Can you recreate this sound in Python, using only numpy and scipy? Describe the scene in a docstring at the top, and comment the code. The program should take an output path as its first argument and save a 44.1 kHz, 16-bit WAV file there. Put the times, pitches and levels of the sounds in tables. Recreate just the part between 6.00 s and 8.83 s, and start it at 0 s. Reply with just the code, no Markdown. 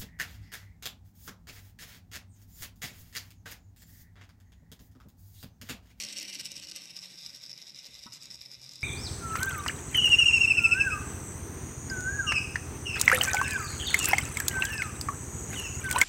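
"""A plastic rattle in quick flurries: a toy gyroscope spinning on the tip of a hand-held stick, indoors.
Its axle chatters in loose bearings about once a turn, flurrying as the frame swings round; every tick
rings the plastic body. The slowing wheel hums, stick and hand buzz, something knocks once.
Underneath: a low drone, a faint brief whine, rumble and the room's murmur."""
import sys
import numpy as np
from scipy import signal
from scipy.fft import rfft, irfft, next_fast_len
from scipy.io import wavfile
from scipy.ndimage import uniform_filter1d, map_coordinates

SR = 44100
rng = np.random.default_rng(int(sys.argv[2]) if len(sys.argv) > 2 else 0)


def store_wav(level_fs):
    """Save 16-bit WAV to argv[1]."""
    pcm = np.round(np.clip(np.atleast_2d(level_fs), -1, 1) * 32767)
    wavfile.write(sys.argv[1], SR, pcm.T.astype(np.int16))


N = 124803

# Swells of axle chatter: centre_s, level_db, width_s
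FLURRIES = [(0.009, -40, 0.021), (0.099, -41, 0.015), (0.132, -41, 0.017), (0.176, -38.5, 0.024),
            (0.228, -40.5, 0.055), (0.293, -37.5, 0.016), (0.344, -40, 0.042), (0.403, -35.5, 0.016),
            (0.46, -40.5, 0.036), (0.518, -43, 0.017), (0.568, -42.5, 0.033), (0.634, -44.5, 0.028),
            (0.663, -54, 0.0065), (0.693, -43.5, 0.02), (0.765, -41, 0.02), (0.825, -48, 0.056),
            (0.904, -42, 0.012), (0.97, -40.5, 0.016), (1.045, -42.5, 0.036), (1.117, -46.5, 0.033),
            (1.191, -47, 0.04), (1.237, -55, 0.0068), (1.258, -44, 0.038), (1.3, -47, 0.014),
            (1.351, -46, 0.037), (1.434, -42.5, 0.019), (1.506, -43.5, 0.013), (1.58, -47.5, 0.012),
            (1.6, -49.5, 0.035), (1.68, -46, 0.03), (1.781, -45.5, 0.041), (1.809, -58, 0.0061),
            (1.86, -47, 0.045), (1.952, -48, 0.062), (1.99, -49.5, 0.014), (2.039, -44.5, 0.027),
            (2.065, -46.5, 0.016), (2.15, -44.5, 0.036), (2.243, -46, 0.045), (2.319, -44.5, 0.022),
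            (2.346, -44.5, 0.012), (2.427, -49.5, 0.044), (2.459, -50, 0.014), (2.527, -47, 0.036),
            (2.644, -48, 0.047), (2.704, -63, 0.014), (2.747, -50.5, 0.068), (2.823, -43, 0.0082)]
# Chatter between flurries: time_s, level_db
CHATTER_FLOOR = [(0.0, -38), (0.24, -55), (0.54, -52), (0.94, -49.5), (1.43, -51), (1.81, -54), (2.13, -53),
                 (2.48, -53), (2.83, -52)]
# Loudest axle ticks: time_s, relative_level_db, relative_brightness_db
LOUD_TICKS = [(0.0022, -34.5, 14), (0.0075, -23, -10), (0.015, -39, 18), (0.0174, -39, 11),
              (0.0272, -37, 6), (0.038, -28, 7), (0.0495, -28, -2), (0.1637, -46, -24), (0.1697, -25, -23),
              (0.172, -35, 2), (0.1757, -25.5, -20), (0.179, -27.5, 5), (0.1856, -23, -4), (0.2, -27.5, 5),
              (0.2106, -25, -18), (0.216, -33, 2), (0.222, -35, 3), (0.23, -23.5, 1.5),
              (0.2825, -25.5, -12), (0.2916, -34, -12), (0.2992, -27, -2), (0.3295, -25, -15),
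              (0.335, -32, 0), (0.3398, -29, -1), (0.3487, -27, 1), (0.3535, -20, -17),
              (0.3979, -22.5, -10), (0.4034, -35, -1), (0.407, -30, -7), (0.4109, -25, 2),
              (0.448, -42, -27), (0.4497, -34.5, 10), (0.456, -20.5, -4), (0.4625, -28, 9),
              (0.5044, -32, -18), (0.5178, -25, 1.5), (0.565, -30, -15), (0.5669, -24, -19),
              (0.5728, -40, -8), (0.5794, -34, 4), (0.5986, -31, -3), (0.6714, -30.5, -13), (0.689, -35, 2),
              (0.6996, -37, 10), (0.7142, -25.5, -6), (0.7193, -24, -23), (0.755, -31, -25),
              (0.7623, -28, 8), (0.769, -39, 13), (0.7732, -35, -1), (0.8995, -48, -26), (0.9072, -36, -4),
              (0.967, -38, -10), (0.9711, -46, -17), (0.9738, -32, -16), (0.9905, -26.5, -19),
              (1.0296, -28.5, -44), (1.0375, -30.5, -6), (1.0475, -34, -10), (1.0612, -41, -20),
              (1.115, -65, -33), (1.1853, -36, -39), (1.2113, -36, -41), (1.2273, -30.5, -34),
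              (1.257, -46, -20), (1.2628, -24, -16), (1.2935, -30, -28), (1.332, -36, -26),
              (1.3495, -28.5, -12), (1.3619, -33, 1), (1.373, -46, -15), (1.413, -33, -33),
              (1.438, -30, -11), (1.454, -32.5, -18), (1.4635, -28, -16), (1.4702, -35, -13),
              (1.495, -28, -15), (1.5048, -31, -11), (1.5154, -26.5, -13), (1.518, -30, -28),
              (1.5297, -28, -27), (1.5368, -30, -30), (1.5768, -28.5, -34), (1.618, -27, -16),
              (1.625, -28, -21), (1.6696, -34, -13), (1.6796, -32.5, -38), (1.696, -30, -27),
              (1.7042, -30, -22), (1.746, -33, -22), (1.7608, -29, -9), (1.7624, -44, -19),
              (1.7876, -29.5, -22), (1.8105, -37, -26), (1.8455, -29, -28), (1.8545, -29, -10),
              (1.861, -29, -14), (1.8663, -29.5, -12), (1.874, -35, -25), (1.9527, -31.5, -14),
              (2.0366, -28.5, -14), (2.0655, -31, -9), (2.1223, -28, -24), (2.1255, -28, -18),
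              (2.1318, -28, -10), (2.1355, -38, 12), (2.1385, -33.5, 5), (2.1435, -47, -6),
              (2.1474, -38.5, 5), (2.1593, -38, -12), (2.1656, -37, -13), (2.2238, -34.5, -1),
              (2.2333, -34, 7), (2.2571, -29, -4), (2.3048, -28.5, -27), (2.3119, -28, -17),
              (2.321, -35, -22), (2.326, -42, -6), (2.3558, -29.5, -10), (2.41, -33, -12),
              (2.4144, -26.5, -21), (2.4217, -34, 2), (2.429, -34, -17), (2.4593, -29.5, -36),
              (2.5152, -33, -13), (2.521, -44, -12), (2.527, -39.5, -6), (2.5379, -34.5, -2),
              (2.5439, -30.5, -34), (2.5513, -31.5, -33), (2.617, -33.5, -6), (2.6306, -35, -6),
              (2.6342, -33, -17), (2.6418, -31.5, -4), (2.6928, -28, -12), (2.7117, -32, -15),
              (2.7179, -32, -12), (2.7224, -33, -11), (2.7357, -33, -4), (2.758, -30, -10),
              (2.8098, -34, 2), (2.8173, -33, -12), (2.8222, -28, -26), (2.8257, -50, -30)]
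# Listener's rise over the wheel: time_s, share_0_to_1
LISTENER_RISE = [(0, 0), (.5, 0.17), (.8, 0.16), (1.2, 0.86), (2.83, 1)]
# Plastic body modes: pitch_hz, width_hz, gain_from_below_db, gain_from_above_db
BODY_MODES = [(537, 93, -19, -23), (932, 180, -30.5, -30.5), (1190, 76, -23.5, -26), (1545, 82, -19, -24),
              (1836, 250, -24, -27.5), (2056, 195, -14, -17.5), (2372, 160, -11, -16), (2858, 440, -7, -20),
              (3810, 530, -11, -10), (4506, 440, -6, -25.5), (5047, 340, -7.5, -2), (5464, 290, 0, -1.5),
              (5784, 580, -4.5, -11.5), (6680, 2600, -16, -15.5), (7956, 580, -10.5, -17.5),
              (9270, 1350, -21, -25), (10700, 300, -24, -30), (11430, 500, -22, -20.5),
              (12980, 790, -36, -44), (15300, 1300, -62, -33), (13800, 2200, -28, -30.5)]
# Hum of the wheel's unbalance: time_s, level_db
HUM_LEVEL = [(0, -60.5), (.4, -65.5), (.8, -72), (1.1, -65), (1.4, -75), (1.75, -77), (2.83, -84)]
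# Buzz of stick and hand: time_s, level_db
BUZZ_LEVEL = [(0, -63.5), (.35, -64), (.6, -66.5), (1, -74.5), (1.4, -98), (2.83, -77)]
# Modes of the knocked object: pitch_hz, relative_level_db, undamped_t60_s
KNOCK_MODES = [(220, -4.5, 0.045), (580, -26, 0.062), (965, -4, 0.073), (1121, -9.5, 0.07),
               (1294, -6.5, 0.078), (1475, -11.5, .07), (1940, -12, 0.07)]
# Low wavering tone: time_s, level_db
DRONE_LEVEL = [(0, -81), (.5, -70), (.9, -82.5), (1.5, -72), (1.9, -86), (2.1, -66.5), (2.4, -74.5),
               (2.6, -66.5), (2.83, -67)]
# Faint brief tone: time_s, level_db
WHINE_LEVEL = [(.4, -90), (.55, -69), (.7, -76.5), (.9, -83)]
# Low rumble: time_s, level_db
RUMBLE_LEVEL = [(0.0, -83), (0.04, -54.5), (0.07, -76), (0.73, -67), (0.8, -84), (1.5, -71.5), (1.57, -84),
                (2.08, -68.5), (2.17, -83), (2.42, -63), (2.45, -99), (2.58, -66), (2.7, -83), (2.83, -65)]
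# Room noise spectrum: frequency_hz, relative_density_db
MURMUR_SPECTRUM = [(53, -50), (90, -14), (140, 3), (356, -7.5), (512, -13), (708, -11.5), (828, -12),
                   (1390, -20), (2000, -33), (2600, -4), (4400, -120)]

SPIN_HZ, SPIN_SAG_HZ_PER_S = 208.5, 29
CHATTER_HZ, CHATTER_SAG_HZ_PER_S, CYCLE_LOCK = 174.15, 20, 0.57
LOUD_TICK_GAIN, SMALL_TICK_GAIN, RUB_GAIN = 15.93, 28.39, 1.897
CONTACT_S, TRAVEL_S, SCRAPE_S, WHIRR_S = 0.00039, 0.0004, 0.002, 0.02
LOW_BELOW_HZ, HIGH_ABOVE_HZ, BAND_SPAN_HZ = 4100, 6000, 1600  # mode groups
LOW_TICK_DB, HIGH_TICK_DB, WHIRR_DB, SIZZLE_DB = -3.5, -3.5, 8, 2.5
SIZE_SCATTER_DB, MODE_SCATTER_DB, BRIGHT_SHARE = 2, 1.5, 0.6
KNOCK_START_S, KNOCK_GAIN_DB, KNOCK_RISE_S = 2.0602, -31.5, 0.007
KNOCK_FREE_S, KNOCK_DAMPING_T60_S, KNOCK_ROUGH_DB = 0.02, 0.035, 3.5
RATTLE_ROOM_DB, KNOCK_ROOM_DB, MURMUR_DB = -10.5, -8.5, -66.5
TIME_S = np.arange(N) / SR


def rattle():
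    """Ticks and rub ring the plastic body, heard first from below, then from above."""
    hz, width_hz, below_db, above_db = np.transpose(BODY_MODES)[:, :, None]
    contact_s = CONTACT_S * np.minimum(1, HIGH_ABOVE_HZ / hz) ** 2

    def body_response(f):
        soft_contact = 0.012 + np.exp(-(np.pi * contact_s * (f - hz)) ** 2)
        return resonance(f, hz, width_hz) * soft_contact

    view_db = below_db + (above_db - below_db) * np.clip(curve(LISTENER_RISE), 0, 1)
    turning_db = np.array([wobble(25) for _ in BODY_MODES])  # modes waver as the frame turns
    low, high = hz < LOW_BELOW_HZ, hz > HIGH_ABOVE_HZ
    level = chatter_level()
    blows = mode_blows(hz[:, 0], *axle_ticks(level))
    drive = blows * amp(LOW_TICK_DB * low + HIGH_TICK_DB * high) + bearing_rub(level, low, high)
    return np.sum(amp(view_db + turning_db) * filtered(drive, body_response), axis=0)


def chatter_level():
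    """How hard the axle chatters: a floor plus a swell at each flurry."""
    swell_power = sum(amp(2 * db) * np.exp(-4 * np.log(2) * ((TIME_S - centre_s) / width_s) ** 2)
                      for centre_s, db, width_s in FLURRIES)
    return np.sqrt(swell_power + amp(2 * curve(CHATTER_FLOOR)))


def axle_ticks(level, small_count=1900):
    """The axle hits its bearings: small ticks, strongest once a contact cycle, plus the loud ones."""
    cycle = turns(CHATTER_HZ, CHATTER_SAG_HZ_PER_S) + 0.17 * wobble(30)
    bunching = 1 + CYCLE_LOCK * np.cos(2 * np.pi * cycle)
    small_at = rng.integers(0, N, size=small_count)
    small = amp(SIZE_SCATTER_DB * rng.standard_normal(small_count)) * bunching[small_at] ** 2
    loud_s, loud_db, bright_db = np.transpose(LOUD_TICKS)
    sizes = np.r_[SMALL_TICK_GAIN * level[small_at] * unit(small), LOUD_TICK_GAIN * amp(loud_db)]
    treble_db = np.r_[np.zeros(small_count), BRIGHT_SHARE * (bright_db - bright_db.mean())]
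    return np.r_[small_at, loud_s * SR], sizes, treble_db


def mode_blows(mode_hz, tick_at, sizes, treble_db):
    """Modes close in pitch are struck together, keeping each tick firm; high modes get a short scrape."""
    uneven, lag, polarity = rng.standard_normal((3, len(sizes), len(mode_hz)))
    band = (mode_hz // BAND_SPAN_HZ).astype(int)
    high = mode_hz > HIGH_ABOVE_HZ
    signs = np.sign(polarity[:, band]) * (-1) ** np.arange(len(mode_hz))
    gains = signs * sizes[:, None] * amp(MODE_SCATTER_DB * uneven + treble_db[:, None] * high)
    arrivals = np.clip(tick_at[:, None] + TRAVEL_S * SR * (lag[:, band] - 1), 0, N - 1).astype(int)
    blows = np.array([np.bincount(at, gain, N) for at, gain in zip(arrivals.T, gains.T)])
    scrape_power = np.abs(uniform_filter1d(blows[high] ** 2, round(SCRAPE_S * SR), axis=1))
    blows[high] = np.sqrt(scrape_power) * rng.standard_normal(scrape_power.shape)
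    return blows


def bearing_rub(level, low, high):
    """Rubbing noise: an even whirr in the low modes, a sizzle in the high ones."""
    whirr = amp(WHIRR_DB) * uniform_filter1d(level, round(WHIRR_S * SR))
    envelope = np.where(low, whirr, amp(SIZZLE_DB * high) * level)
    return RUB_GAIN * envelope * rng.standard_normal(envelope.shape)


def knock():
    """One soft, dull knock: a rough ring, soon damped, trailing off in the room."""
    age_s = np.maximum(TIME_S - KNOCK_START_S, 0)
    rise = 1 - np.exp(-age_s / KNOCK_RISE_S)
    ring = np.zeros(N)
    for hz, db, t60_s in KNOCK_MODES:
        decay = amp(db - 60 * age_s / t60_s + KNOCK_ROUGH_DB * wobble(90))
        ring += decay * np.sin(2 * np.pi * hz * age_s) * rise ** (hz / 450)  # higher modes rise later
    damping_db = -60 * np.maximum(age_s - KNOCK_FREE_S, 0) / KNOCK_DAMPING_T60_S
    bump = amp(KNOCK_GAIN_DB + damping_db) * ring
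    return bump + amp(KNOCK_ROOM_DB) * reflections(bump, t60_s=0.97, crossfade_hz=90)


def wheel_hum():
    """The unbalanced wheel hums at its falling spin rate."""
    return tone(turns(SPIN_HZ, SPIN_SAG_HZ_PER_S), HUM_LEVEL, waver_db=2, waver_cycles=0.13)


def stick_buzz():
    """Low buzz of stick and hand."""
    return noise_band(BUZZ_LEVEL, hz=296.2, width_hz=83, waver_db=1)


def faint_tones():
    """A low wavering drone and a brief whine."""
    drone = tone(turns(hz=130.5), DRONE_LEVEL, waver_db=-4, waver_cycles=0.19)
    whine = tone(turns(hz=559), WHINE_LEVEL, waver_db=0, waver_cycles=0.19)
    return drone + whine


def rumble():
    """Low noise in brief swells."""
    return noise_band(RUMBLE_LEVEL, hz=74.6, width_hz=83, waver_db=1.5)


def room_murmur(patch_db=2.75):
    """The room's low noise, unsteady in patches of time and frequency."""
    hz, db = np.transpose(MURMUR_SPECTRUM)
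    spectra = signal.stft(rng.standard_normal(N + 512), nperseg=512)[2]
    patches = uniform_filter1d(rng.standard_normal(spectra.shape), size=8, axis=0)
    patches = uniform_filter1d(patches, size=10, axis=1)
    noise = signal.istft(spectra * amp(patch_db * unit(patches)), nperseg=512)[1][:N]
    shaped = filtered(noise, lambda f: amp(np.interp(np.log(f + 1), np.log(hz + 1), db, right=-120)))
    return amp(MURMUR_DB) * unit(shaped)


def reflections(x, t60_s, crossfade_hz):
    """Diffuse room reflections: six noise tails, crossfaded to avoid comb colouring."""
    weights = np.array([wobble(crossfade_hz) for _ in range(6)])
    decay = amp(-60 * np.arange(SR // 2) / SR / t60_s)
    wet = np.zeros(N)
    for weight in weights / np.linalg.norm(weights, axis=0):
        tail = decay * rng.standard_normal(len(decay))
        wet += signal.fftconvolve(x * weight, tail / np.linalg.norm(tail))[:N]
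    return wet


def tone(cycles, level_rows, waver_db, waver_cycles):
    """A sine, unsteady in level and phase."""
    envelope = np.sqrt(2) * amp(curve(level_rows) + waver_db * wobble(25.55))
    return envelope * np.sin(2 * np.pi * (cycles + waver_cycles * wobble(20)))


def noise_band(level_rows, hz, width_hz, waver_db):
    """Unsteady noise, passed twice through one resonance."""
    noise = filtered(rng.standard_normal(N), lambda f: resonance(f, hz, width_hz) ** 2)
    return amp(curve(level_rows) + waver_db * wobble(9.8)) * unit(noise)


def turns(hz, sag_hz_per_s=0):
    """Cycles completed at an evenly falling rate."""
    return hz * TIME_S - sag_hz_per_s * TIME_S ** 2 / 2


def resonance(f, hz, width_hz):
    """Causal resonance, peak gain 1."""
    return 1j * f * width_hz / (hz * hz - f * f + 1j * f * width_hz)


def filtered(x, response):
    """x through a complex frequency response."""
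    size = next_fast_len(N + SR // 2)
    return irfft(rfft(x, size) * response(np.fft.rfftfreq(size, 1 / SR)), size)[..., :N]


def wobble(rate_hz):
    """Smooth random curve, rate_hz knots a second."""
    knots = rng.standard_normal(int(N * rate_hz / SR) + 4)
    return map_coordinates(knots, [TIME_S * rate_hz])


def curve(rows):
    """(time_s, value) rows to one value per sample."""
    return np.interp(TIME_S, *np.transpose(rows))


def amp(db):
    """dB to gain."""
    return 10 ** (np.asarray(db) / 20)


def unit(x):
    """Scaled to rms 1."""
    return x / np.sqrt(np.mean(x ** 2) + 1e-20)


def scene():
    """All sources, mono, with short, diffuse room reflections of the rattle."""
    toy = rattle()
    room = amp(RATTLE_ROOM_DB) * reflections(toy, t60_s=0.036, crossfade_hz=14)
    mix = toy + room + knock() + wheel_hum() + faint_tones() + stick_buzz() + rumble()
    return (mix + room_murmur())[None]


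def record(dry):
    """Treble fades from 15.2 kHz; nothing passes above 15.8 kHz."""
    edge_hz, edge_db = [15200, 15300, 15800], [0, -10, -26]
    return filtered(dry, lambda hz: (hz < edge_hz[-1]) * amp(np.interp(hz, edge_hz, edge_db)))


dry = scene()
out = record(dry)
store_wav(out)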